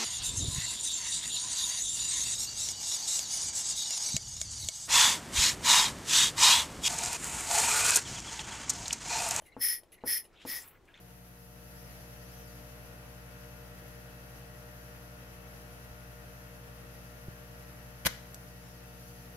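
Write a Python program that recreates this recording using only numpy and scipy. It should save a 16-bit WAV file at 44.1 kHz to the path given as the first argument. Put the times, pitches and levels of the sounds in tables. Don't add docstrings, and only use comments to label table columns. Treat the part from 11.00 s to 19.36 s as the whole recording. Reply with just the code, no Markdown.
import sys
import numpy as np
from scipy import signal
from scipy.fft import rfft, irfft
from scipy.io import wavfile
from scipy.ndimage import uniform_filter1d, map_coordinates

SR = 44100
rng = np.random.default_rng(int(sys.argv[2]) if len(sys.argv) > 2 else 0)


def wav_out(sig):
    wavfile.write(sys.argv[1], SR, np.round(np.clip(np.atleast_2d(sig).T, -1, 1) * 32767).astype(np.int16))


N = 368764
TIME = np.arange(N) / SR
MAINS_HZ = 60.003

# multiple, left level/dB, right level/dB
MAINS_LINES = [(2, -55.5, -56.5), (3, -58, -59), (4, -69, -64), (5, -72, -67), (7, -78, -92), (8, -80, -67),
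               (9, -66.5, -88), (10, -61.5, -64.5), (11, -73.5, -72), (12, -73, -66), (13, -71.5, -88),
               (14, -70.5, -80.5), (15, -70.5, -80.5), (22, -70, -73), (24, -65.5, -71), (27, -68.5, -68.5),
               (30, -67.5, -80), (44, -68.5, -86)]
# f/Hz, lag/rad
LEFT_LAG = [(250, 0), (800, .3), (1500, 2), (2400, 3.1), (6200, 3), (7200, 1.6), (8600, .3), (9800, 1.4),
            (11000, -.5), (12200, 0), (14500, -2.6)]
# t/s, half length/s, change of hiss level/dB,
# extra change of its lower part/dB, shortest detour of the echo/ms
HAND_SWEEPS = [(0.822, .22, 3, -1, 0.35), (1.397, 0.224, 2.5, 0.2, 0.33), (7.685, 0.154, -1.7, 3, 0.54),
               (8.14, 0.22, 2, .3, 0.64)]
RUSH_AWAY_DB, RUSH_NEAR_DB, RUSH_SWEEP_DB = -5, -1.03, -0.34


def amp(db):
    return 10 ** (np.asarray(db) / 20)


def unit(x):
    return x / np.sqrt(np.mean(x ** 2) + 1e-20)


def at_hz(points, hz):
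    f, value = np.transpose(points)
    return np.interp(np.log(hz + 1), np.log(f + 1), value)


def pan(lean_db):
    return amp(np.array([[.5], [-.5]]) * lean_db)


def add(mix, s, sound):
    part = mix[:, round(s * SR):][:, :sound.shape[-1]]
    part += sound[..., :part.shape[1]]


def drift(rate_hz):
    coarse_hz = np.fft.rfftfreq(N // 100, 100 / SR)
    z = rfft(rng.standard_normal(N // 100)) * np.exp(-coarse_hz / rate_hz)
    slow = unit(irfft(z))
    return np.interp(np.arange(N) / 100, np.arange(len(slow)), slow)


def noise(colour, size, slant=1):
    # f/Hz, correlation (-1 to 1)
    likeness = [(60, 0), (200, 0.77), (450, 0.63), (800, 0), (1300, -0.37), (2600, -0.21), (4000, 0.18),
                (6300, 0.35), (7200, 0.55), (8700, 0), (14500, 0.34)]
    # f/Hz, left minus right level/dB
    balance = [(60, -7), (250, 5.5), (450, 3.5), (750, -3.5), (1200, 3.5), (2400, 1.5), (3500, 0),
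               (6000, 1.5), (8000, 2.5), (12000, 2.5), (15500, 1)]
    hz = np.fft.rfftfreq(size, 1 / SR)
    a, b = rfft(rng.standard_normal((2, size)))
    same = np.clip(at_hz(likeness, hz), -1, 1)
    left = a * np.exp(-1j * slant * at_hz(LEFT_LAG, hz))
    right = same * a + np.sqrt(1 - same ** 2) * b
    return unit(irfft(np.array([left, right]) * amp(at_hz(colour, hz)) * pan(at_hz(balance, hz)), size))


def highs(x, edge_hz):
    return signal.sosfilt(signal.butter(2, min(edge_hz, SR / 3), "high", fs=SR, output="sos"), x)


def sucker(slam_s=7.068, spring_db=-58):
    # t/s, length/s, level/dB, left minus right/dB, tube ring/dB, treble/dB
    strokes = [(7.0502, 0.0079, -33.5, -2, 1, -2), (7.0582, 0.0088, -25, 5.5, -1.5, 1),
               (7.067, 0.0053, -32.5, 0, -19, -6), (7.07, 0.0045, -33, -12, -10, -2)]
    # t/s, level/dB, t60/s, hollow pop relative to level/dB, low edge f/Hz
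    hits = [(7.058, -23.5, 0.0042, 0, 400), (7.0579, -30, 0.0034, -23, 2000),
            (7.0661, -17, 0.014, -15, 400), (7.0677, -17.5, 0.0048, 4, 700), (7.3438, -43, .008, -40, 9000),
            (7.3450, -36, .007, -40, 5000)]
    # f/Hz, level relative to spring_db/dB, t60/s
    spring_modes = [(1530, -4, .2), (1725, -1, .28), (1815, -2, .25), (2030, 6, 0.24), (2150, -4, .3),
                    (2270, 0, 0.38), (2450, -4, .3), (3320, -16, .7), (4630, -14, .36), (5766, -13, .28),
                    (6245, -19, .7), (12440, -16, .46)]
    out, t = np.zeros((2, N)), np.arange(SR) / SR
    for s, *stroke in strokes:
        add(out, s, scrape(*stroke))
    for s, *hit in hits:
        add(out, s, blow(*hit))
    for hz, db, t60 in spring_modes:
        swing = np.sin(2 * np.pi * (hz * t + rng.random((2, 1))))
        add(out, slam_s, amp(spring_db + db - 60 * t / t60) * swing)
    return out


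def scrape(length, level_db, lean_db, ring_db, treble_db, grit=0.28):
    # f/Hz, density/dB per Hz
    rub_colour = [(100, -3), (280, -7), (420, -2), (800, -1), (1500, -8), (2500, 1.5), (4300, 2),
                  (6000, -4), (7400, 1), (9300, -5.5), (12300, 7.5), (14500, -3), (16000, -11)]
    # f/Hz, width/Hz, left level/dB, right level/dB
    tube_modes = [(2400, 300, 0.5, -5), (3300, 120, -4, -1), (4900, 300, -11, -10), (6100, 460, -12, -1),
                  (12000, 350, -15, -20)]
    t = np.arange(2048) / SR
    push = np.clip(t / 0.00029, 0, 1) * np.exp(-np.maximum(t - length, 0) / 0.00061)
    roughness = unit(uniform_filter1d(rng.standard_normal(len(t)), 20))
    chatter = unit(np.exp(grit * roughness))
    rub = noise(rub_colour, len(t), slant=0.72) * chatter
    rub = (rub + (amp(treble_db) - 1) * highs(rub, 7000)) * push
    ring = np.zeros_like(rub)
    for hz, width, left_db, right_db in tube_modes:
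        mode = np.exp(-np.pi * width * t) * np.sin(2 * np.pi * hz * t)
        rung = np.array([unit(signal.fftconvolve(side, mode)[:len(t)]) for side in rub])
        ring += amp([[left_db], [right_db]]) * rung
    sound = unit(unit(rub) * pan(lean_db) + amp(ring_db) * unit(ring))
    return amp(level_db) * sound * np.sqrt(np.mean(push ** 2))


def blow(level_db, t60, pop_db, edge_hz, pop_lean_db=9, pop_hz=1700, pop_t60=0.0048):
    # f/Hz, density/dB per Hz
    crack_colour = [(200, -13), (300, -8), (430, 8.5), (800, -4), (1200, 4), (2200, -2), (3500, 6),
                    (4800, -3), (6200, 5), (7050, 3), (7700, -5), (8300, 2.5), (9500, -6), (12500, 5),
                    (16000, -12)]
    t = np.arange(2048) / SR
    fade = amp(-60 * t / t60)
    crack = unit(highs(noise(crack_colour, len(t), slant=0.58), edge_hz) * fade)
    crack = crack * np.sqrt(np.mean(fade ** 2))
    pop = np.sin(2 * np.pi * pop_hz * t) * amp(pop_db - 60 * t / pop_t60) * pan(pop_lean_db)
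    return amp(level_db) * (crack + pop)


def tick():
    # t/s, f/Hz, peak level/dB, t60/s
    tool_modes = [(7.345, 4650, -50, .007), (7.345, 5800, -42, .008), (7.345, 7700, -44, 0.0065)]
    out, t = np.zeros((2, N)), np.arange(2048) / SR
    for s, hz, db, t60 in tool_modes:
        add(out, s, amp(db - 60 * t / t60) * np.sin(2 * np.pi * hz * t))
    return out


def bench():
    # t/s, level before the soft onset/dB, f/Hz, t60/s
    bumps = [(4.912, -43, 85, 0.08), (6.2814, -35, 350, 0.017), (6.284, -27.5, 115, 0.032),
             (6.2893, -43, 62, .07), (7.0555, -26.5, 176, 0.045), (7.0683, -27, 172, 0.028)]
    out, t = np.zeros((2, N)), np.arange(SR // 4) / SR
    for s, db, hz, t60 in bumps:
        onset = 1 - np.exp(-t / 0.00085)
        add(out, s, amp(db - 60 * t / t60) * np.sin(2 * np.pi * hz * t) * onset)
    return out


def nearby(x):
    # delay/ms, left gain, right gain
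    echoes = [(1.13, -0.21, 0.0081), (1.9, 0.3, -0.059), (3.1, -0.18, 0.39), (4.7, 0.4, 0.15),
              (7.3, 0.11, 0.13), (10.6, -0.17, -0.000074)]
    out = x.copy()
    for delay_ms, left, right in echoes:
        add(out, delay_ms / 1000, x * np.array([[left], [right]]))
    return out


def closeness(arrive_s=0.36, arrive_length_s=0.49, leave_s=7.14, leave_length_s=.3, linger=0.83):
    arrived = np.clip((TIME - arrive_s) / arrive_length_s, 0, 1)
    left = np.clip((TIME - leave_s) / leave_length_s, 0, 1)
    return arrived - (1 - linger) * left


def passing(s, half_length):
    return np.exp(-((TIME - s) / half_length) ** 2)


def with_hands(away_db, near_db, sweep_db):
    sweeping = sum(passing(s, half_length) for s, half_length, *_ in HAND_SWEEPS)
    return away_db + (near_db - away_db) * closeness() + sweep_db * sweeping


def tone(hz, left_db, right_db, wander):
    angle = 2 * np.pi * (hz * (TIME + wander) + rng.random())
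    left = amp(left_db) * np.sin(angle - at_hz(LEFT_LAG, hz))
    right = amp(right_db) * np.sin(angle)
    return np.sqrt(2) * np.array([left, right])


def buzz_lines(count=54, right_db=-9.5, scatter_db=2):
    # f/Hz, left level/dB
    buzz_curve = [(360, -78), (1200, -72.5), (1600, -77.5), (2300, -76), (3300, -83.5)]
    multiples = np.setdiff1d(2 + np.arange(count), [round(row[0]) for row in MAINS_LINES])
    scatter = scatter_db * rng.standard_normal((len(multiples), 2)).T
    left, right = at_hz(buzz_curve, multiples * MAINS_HZ) + scatter
    return list(zip(multiples, left, right + right_db))


def hum(waver_db=1.5, jitter_s=.00003, buzz_from_hz=520, buzz_waver_db=2.0):
    sweep_multiples = (3, 12, 15)
    motor_hz = [58.94, 75., 91.5, 131.3, 150.7, 471.5]
    # left level/dB, right level/dB
    motor_levels = [(-53, -55.5), (-69, -75), (-89, -74), (-59, -59), (-68.5, -77), (-58.5, -70.5)]
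    drone_db = with_hands(away_db=-5, near_db=-.5, sweep_db=0.1)
    swept_db = with_hands(away_db=-1.5, near_db=-0.8, sweep_db=1.5)
    buzz_db = with_hands(away_db=-8, near_db=0.07, sweep_db=-1.5)
    wander, out = jitter_s * drift(2.7), np.zeros((2, N))
    for multiple, left_db, right_db in MAINS_LINES + buzz_lines():
        hz = round(multiple) * MAINS_HZ
        level_db = buzz_db if hz > buzz_from_hz else drone_db
        if round(multiple) in sweep_multiples:
            level_db = swept_db
        level_db = level_db + buzz_waver_db * min(np.sqrt(hz / 1500), 1) * drift(8.8)
        out += tone(hz, left_db, right_db, wander) * amp(level_db)
    for hz, (left_db, right_db) in zip(motor_hz, motor_levels):
        line = tone(hz, left_db, right_db, 0.00015 * drift(3.8))
        out += line * amp(drone_db + waver_db * min(hz / 200, 1) * drift(6.5))
    return out


def air(level_db=-55.5, flutter_db=0.75, rasp=0.14, rasp_sharp=3.1, rasp_from_hz=1200):
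    # f/Hz, density/dB per Hz
    rush_colour = [(20, -8), (45, -3), (80, 2.5), (170, -1), (260, -4.5), (330, -0.5), (390, -5),
                   (460, -4.5), (620, -1.5), (750, -4), (950, -6.5), (1400, -5.5), (1900, -8), (2200, -10),
                   (2800, -9.5), (3600, -14), (6000, -22.5)]
    hands_db = with_hands(RUSH_AWAY_DB, RUSH_NEAR_DB, RUSH_SWEEP_DB)
    rush = noise(rush_colour, N) * amp(level_db + hands_db + flutter_db * drift(22))
    backward = highs(rush[:, ::-1], rasp_from_hz)
    upper = highs(backward[:, ::-1], rasp_from_hz)
    angle = 2 * np.pi * MAINS_HZ * TIME
    beats = sum(np.exp(rasp_sharp ** 2 * (np.cos(angle - lag) - 1)) for lag in (0, 2.5))
    return rush + upper * (unit(1 + 2 * rasp * beats) - 1)


def whistles():
    # f/Hz, width/Hz, left level/dB, right level/dB
    resonances = [(462.6, 13, -68, -78), (1908, 35, -68.5, -69), (2587, 48, -87, -80)]
    hz, out = np.fft.rfftfreq(N, 1 / SR), np.zeros((2, N))
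    rush = rfft(rng.standard_normal((2, N)))
    for centre_hz, width, left_db, right_db in resonances:
        narrow = rush / (1 + ((hz - centre_hz) / (width / 2)) ** 2)
        out += amp([[left_db], [right_db]]) * unit(irfft(narrow, N))
    return out * amp(with_hands(RUSH_AWAY_DB, RUSH_NEAR_DB, RUSH_SWEEP_DB))


def hand_echo(rest_detour_ms=0.98, rest_echo=0.07, sweep_echo=.26):
    level_db = with_hands(away_db=-1.1, near_db=-0.4, sweep_db=0.5)
    lower_db = with_hands(away_db=-2.5, near_db=.5, sweep_db=0.5)
    detour_ms, echo = rest_detour_ms, rest_echo
    for s, half_length, lift_db, low_lift_db, shortest_ms in HAND_SWEEPS:
        near = passing(s, half_length)
        level_db = level_db + lift_db * near
        lower_db = lower_db + low_lift_db * near
        detour_ms = detour_ms + (shortest_ms - detour_ms) * near
        echo = echo + sweep_echo * near
    return level_db, lower_db, detour_ms, echo


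def hiss(base_db=-58.5, flutter_db=0.7, split_hz=8000):
    # f/Hz, density/dB per Hz
    hiss_colour = [(2000, -10), (3500, -6.5), (4700, -0.5), (6300, 0.5), (6700, -2), (7600, -11),
                   (8700, -10), (9900, -1), (10900, 1.5), (11500, 1), (12200, 3.5), (13800, -3.5),
                   (15600, -7)]
    level_db, lower_db, detour_ms, echo = hand_echo()
    direct = unit(nearby(noise(hiss_colour, N)))
    below_split = 1 / (1 + (np.fft.rfftfreq(N, 1 / SR) / split_hz) ** 8)
    lower = irfft(rfft(direct) * below_split, N)
    direct = direct + (amp(lower_db) - 1) * lower
    late = np.arange(N) - detour_ms * SR / 1000
    bounced = np.array([map_coordinates(side, [late], order=3, mode="nearest") for side in direct])
    combed = (direct + echo * bounced) / np.sqrt(1 + echo ** 2)
    return combed * amp(base_db + level_db + flutter_db * drift(12))


def room(x, build_s=0.0091, clutter=1.2, clutter_s=0.022):
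    # f/Hz, t60/s
    decay = [(150, 0.26), (800, 0.22), (2000, 0.51), (5000, 0.5), (9000, 0.43), (15000, 0.29)]
    # f/Hz, level/dB
    tail_colour = [(100, 11.5), (800, 1.5), (2000, 0.5), (3300, -3.5), (6000, -0.5), (9000, -4),
                   (15000, -7)]
    hz, t, z = signal.stft(rng.standard_normal((2, SR)), SR, nperseg=256)
    early = (1 - np.exp(-t / build_s)) * (1 + clutter * np.exp(-t / clutter_s))
    fade_db = at_hz(tail_colour, hz)[:, None] - 60 * t / at_hz(decay, hz)[:, None]
    tail = signal.istft(z * amp(fade_db) * early, SR, nperseg=256)[1]
    return signal.fftconvolve(x, tail / np.linalg.norm(tail[0]), axes=1)[:, :N]


def scene(room_db=-15):
    tools = nearby(sucker() + tick())
    steady = hum() + air() + whistles() + hiss()
    return tools + amp(room_db) * room(tools) + bench() + steady


def record(dry, edge_hz=15780):
    lowpass = signal.firwin(511, edge_hz, window=("kaiser", 9), fs=SR)
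    return signal.oaconvolve(dry, lowpass[None], "same")


dry = scene()
out = record(dry)
wav_out(out)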